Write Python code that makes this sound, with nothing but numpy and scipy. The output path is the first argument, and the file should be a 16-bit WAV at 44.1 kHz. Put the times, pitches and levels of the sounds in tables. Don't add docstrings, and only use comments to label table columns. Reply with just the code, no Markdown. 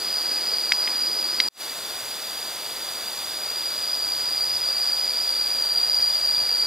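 import sys
import numpy as np
from scipy import signal
from scipy.fft import rfft, irfft
from scipy.io import wavfile
from scipy.ndimage import uniform_filter1d, map_coordinates

SR = 44100
rng = np.random.default_rng(int(sys.argv[2]) if len(sys.argv) > 2 else 0)


def linear_from_db(decibels):
    return 10 ** (np.asarray(decibels, float) / 20)


def dump_mix(stems):
    frames = np.atleast_2d(stems).T
    limited = np.clip(frames, -1, 1)
    pcm = np.round(limited * 32767).astype(np.int16)
    wavfile.write(sys.argv[1], SR, pcm)


N = 293706
T = np.arange(N) / SR
CUT_S = 1.486

# start_s [s], level_db [dB]
CHORUS_EFFORT = [
    [(0, -26.5), (1.48, -25)],
    [(1.63, -36.5), (2.6, -35.5), (3.2, -34), (3.7, -28.5), (4.3, -26), (5.0, -24.5), (5.5, -23.5),
     (6.0, -22), (6.66, -22)],
]
VOICES_BEFORE_DB = [-5.5, -2.5, -6.0]
VOICES_AFTER_DB = [-5, -3.5, -6.5]
# frequency_hz [Hz], level_db [dB per Hz]
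WASH_BEFORE = [(25, -29), (64, -21), (118, -21.5), (250, -8.5), (450, -4.5), (900, -5), (2700, -9.5),
               (3700, -13), (4300, -5), (4600, -14), (5300, -40)]
# frequency_hz [Hz], level_db [dB per Hz]
WASH_AFTER = [(68, -46), (115, -35), (129, -15), (620, 0), (3120, -6.5), (3300, -9.5), (4290, -9),
              (7260, -120)]
# pitch_hz [Hz], width_hz [Hz], level_db [dB]
EXHAUST_PIPE = [(76, 18, -1), (94, 22, 1)]
# frequency_hz [Hz], level_db [dB per Hz]
HISS_SPECTRUM = [(20, -30), (200, -12.5), (2500, -6.5), (3800, 0), (4450, 0.5), (5300, -1.5), (5700, -1.5),
                 (6200, -3), (10000, -3), (15500, -3), (17000, -29)]
# start_s [s], peak_db [dB], driven_hz [Hz], the pitch each excites best
TICKS = [(0.7197, 1.5, 1850), (0.7209, -7, 3100), (0.7215, -7.5, 4500), (.7219, -9, 8500),
         (0.7223, -7, 4900), (0.7237, -14, 2200), (0.8754, -12, 2250), (0.877, -18, 2500),
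         (1.173, -22, 4200), (1.4011, -7, 2800), (1.4016, -3, 3500), (1.4026, -2, 4500),
         (1.4046, -12, 4400)]
# pitch_hz [Hz], level_db [dB], t60_s [s]
CAMERA_BODY = [(840, -8, .008), (1370, -16, 0.0089), (2113, -1, .012), (2700, -7, 0.0095),
               (3180, -3.5, 0.01), (3920, -3.5, 0.0092), (4660, 0, 0.0091), (5600, -3, 0.010),
               (7240, -10, 0.0055), (9000, -12, .005)]
# start_s [s], length_s [s], from_hz [Hz], to_hz [Hz], level_db [dB]
BIRD_NOTES = [
    (3.71, 0.077, 4350, 3800, -47),
    (4.06, .08, 2350, 2330, -55),
]
# start_s [s], pitch_hz [Hz]
LATE_STEPS = [
    (5.3, 5245),
    (5.98, 5160),
    (6.43, 5105),
]


def in_time(rows):
    s, *columns = np.transpose(rows)
    return [np.interp(T, s, c) for c in columns]


def cut(before, after):
    return np.where(T < CUT_S, before, after)


def bump(at_s, width_s):
    return np.exp(-.5 * ((T - at_s) / width_s) ** 2)


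def rms_one(x):
    return x / np.sqrt(np.mean(np.abs(x) ** 2))


def drift(per_s):
    knots = rng.standard_normal(400)
    return map_coordinates(knots, [T * per_s % 399], order=3)


def coloured(spectrum, patchy_db):
    hz = np.maximum(np.arange(N // 2 + 1) * SR / N, 1)
    point_hz, point_db = np.transpose(spectrum)
    colour_db = np.interp(np.log(hz), np.log(point_hz), point_db)
    tone = rfft(rng.standard_normal(N)) * linear_from_db(colour_db)
    out = np.zeros(N)
    for centre_hz in 32 * 2 ** np.arange(10):
        octave = np.clip(1 - np.abs(np.log2(hz / centre_hz)), 0, 1)
        out += irfft(tone * octave, N) * linear_from_db(patchy_db * drift(7))
    return rms_one(out)


def resonance(x, hz, width_hz):
    r = np.exp(-np.pi * width_hz / SR)
    ring = [1, -2 * r * np.cos(2 * np.pi * hz / SR), r * r]
    return signal.lfilter(np.array([1, 0, -1]) * (1 - r * r) / 2, ring, x)


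def pulses(per_s, jitter, rough):
    cycle = np.floor(np.cumsum(per_s * (1 + jitter * drift(9))) / SR + rng.random())
    strength, phase = rng.standard_normal((2, N))
    fired = np.diff(cycle, prepend=cycle[0]) > 0
    out = np.zeros(N, complex)
    out[fired] = linear_from_db(2.7 * rough * strength[fired]) * np.exp(2j * rough * phase[fired])
    return out


def cicadas(pitch_hz, level_db, per_s, pulse_ms, rough, echo_db, throb_db, count):
    clicks = np.zeros(N, complex)
    for k in np.arange(count) - count // 2:
        detune = np.exp(2j * np.pi * 17 * k * T)
        clicks += pulses(per_s * (1 + .06 * k), .02, rough) * detune
    burst_ms = np.arange(-2400, 2400) / SR * 1000
    burst = np.exp(-.5 * (burst_ms / pulse_ms) ** 2)
    scatter = rng.standard_normal(4000) * linear_from_db(echo_db - 18.5 - 60 * np.arange(4000) / SR / 0.24)
    scatter[0] = 1
    shape = rms_one(signal.fftconvolve(clicks, np.convolve(burst, scatter))[2400:N + 2400])
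    carrier = np.exp(2j * np.pi * np.cumsum(pitch_hz) / SR)
    tone = np.sqrt(2) * np.real(shape * carrier)
    return tone * linear_from_db(level_db + throb_db * drift(14))


def chorus():
    swell_s, rise_s, lift_hz, sag_hz_per_s = 3.45, .35, 38, 20
    pinch_hz, spread_hz = 20, 14
    outer_lead_db = 3.5
    effort_db = cut(*in_time(CHORUS_EFFORT[0]), *in_time(CHORUS_EFFORT[1]))
    lead = bump(4.6, .45)
    since_swell = T - swell_s
    fresh_hz = lift_hz * np.clip(1 + since_swell / rise_s, 0, 1)
    tired_hz = sag_hz_per_s * np.maximum(since_swell, 0)
    middle_hz = cut(4845, 4800 + fresh_hz - tired_hz)
    spacing_hz = cut(118, 90 - pinch_hz * bump(swell_s, rise_s / 2) + spread_hz * lead)
    low_db, middle_db, top_db = (
        effort_db + cut(before, after) + sign * outer_lead_db * lead
        for before, after, sign in zip(VOICES_BEFORE_DB, VOICES_AFTER_DB, [1, -1, 1]))
    out = cicadas(middle_hz - spacing_hz, low_db, 58, 3.1, .7, -11, .4, count=4)
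    out += cicadas(middle_hz, middle_db, 36, 6.0, .3, -8, .4, count=3)
    return out + cicadas(middle_hz + spacing_hz, top_db, 63, 3.1, .7, -13, .4, count=4)


def low_singers():
    level_db = cut(-47, -45.5 + .34 * (T - CUT_S))
    return cicadas(cut(3470, 3520), level_db, 54, 1.5, .6, -6, .8, count=2)


def side_singers():
    return cicadas(4565 - 55 * T, -36 - 5 * T, 45, 1.4, .7, -4, .6, count=4) * (T < CUT_S)


def wash():
    level_db = cut(-37.5, -40 + .15 * (T - CUT_S))
    return linear_from_db(level_db) * cut(coloured(WASH_BEFORE, 0.87), coloured(WASH_AFTER, 0.38))


def approach():
    distance_m, speed_m_s = 140, 14.5
    surge_db, surge_per_s, surge_peak_s = 1, 1.16, 4.5
    nearer = distance_m / (distance_m - speed_m_s * (T - CUT_S))
    surge = surge_db * np.cos(2 * np.pi * surge_per_s * (T - surge_peak_s))
    return cut(-74, -65.5 + 20 * np.log10(nearer) + surge)


def diesel(engine_db):
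    firing_hz = 19.0
    drive = rms_one(np.real(pulses(firing_hz, .05, .5))) + 1.7 * rng.standard_normal(N)
    pipe = np.zeros(N)
    for hz, width_hz, db in EXHAUST_PIPE:
        narrow = resonance(drive, hz, width_hz)
        pipe += linear_from_db(db) * resonance(narrow, hz, 2 * width_hz)
    return linear_from_db(engine_db) * rms_one(pipe)


def hiss():
    return linear_from_db(-31.5 - 3.5) * coloured(HISS_SPECTRUM, 0.28)


def camera():
    s, peak_db, driven_hz = np.transpose(TICKS)
    chance = rng.standard_normal((len(s), len(CAMERA_BODY)))
    out = np.zeros(N)
    for k, ((hz, db, t60), luck) in enumerate(zip(CAMERA_BODY, chance.T)):
        octaves_off = np.log2(hz / driven_hz)
        blow_db = peak_db + db - 2.5 - 16.4 * octaves_off ** 2 + 1.4 * luck
        blow = np.full(N, 1e-18)
        blow[(s * SR).astype(int)] = (-1) ** (k + 1) * linear_from_db(blow_db)
        r, w = linear_from_db(-60 / (t60 * SR)), 2 * np.pi * hz / SR
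        out += signal.lfilter([0, np.sin(w)], [1, -2 * r * np.cos(w), r * r], blow)
    return signal.sosfilt(signal.butter(2, [800, 10000], "band", fs=SR, output="sos"), out)


def bird():
    out = np.zeros(N)
    for s, length, from_hz, to_hz, db in BIRD_NOTES:
        u = np.clip((T - s) / length, 0, 1)
        phase = 2 * np.pi * np.cumsum(from_hz + (to_hz - from_hz) * u) / SR
        out += linear_from_db(db + 7.5) * np.sin(np.pi * u) * np.sin(phase)
    return out


def late_singer():
    late_s, attack_s, glide_s = 5.3, .4, .1
    since = T - late_s
    growth_db = 18 * np.maximum(since - attack_s, 0)
    late_db = np.interp(since, [0, attack_s], [-62, -50]) + growth_db
    s, hz = np.transpose(LATE_STEPS)
    step_hz = hz[np.maximum(np.searchsorted(s, T) - 1, 0)]
    late_hz = uniform_filter1d(step_hz, size=int(glide_s * SR))
    out = cicadas(late_hz, np.minimum(late_db, -40.5), 13, 17, .3, -6, 1.5, count=1)
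    halo_db = np.minimum(late_db + 4, -41.5)
    out += cicadas(5090 - 40 * since, halo_db, 47, 1.9, .6, -3, 1.2, count=3)
    return out * (since > 0)


def scene():
    field = chorus() + low_singers() + side_singers() + wash() + diesel(approach())
    field += hiss() + camera() + bird() + late_singer()
    return np.array([field, field])


def band_limit(x):
    return signal.sosfilt(signal.butter(12, 15850, fs=SR, output="sos"), x)


def record(dry):
    fade_end_s, fade_from_db = 1.612, -44
    fade_db = np.interp(T, [CUT_S, fade_end_s], [fade_from_db, 0]) * (T >= CUT_S)
    own_hiss = linear_from_db(-60) * np.diff(rng.standard_normal((2, N + 1)))
    lagged = np.array([np.roll(dry[0], 1), dry[1]])
    ports = (lagged + own_hiss) * linear_from_db(fade_db)
    rounded = 1.8 * np.tanh(ports / 1.8)
    top_cut = signal.cheby2(16, 50, 16050, fs=SR, output="sos")
    return band_limit(signal.sosfilt(top_cut, rounded))


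dry = scene()
out = record(dry)
dump_mix(out)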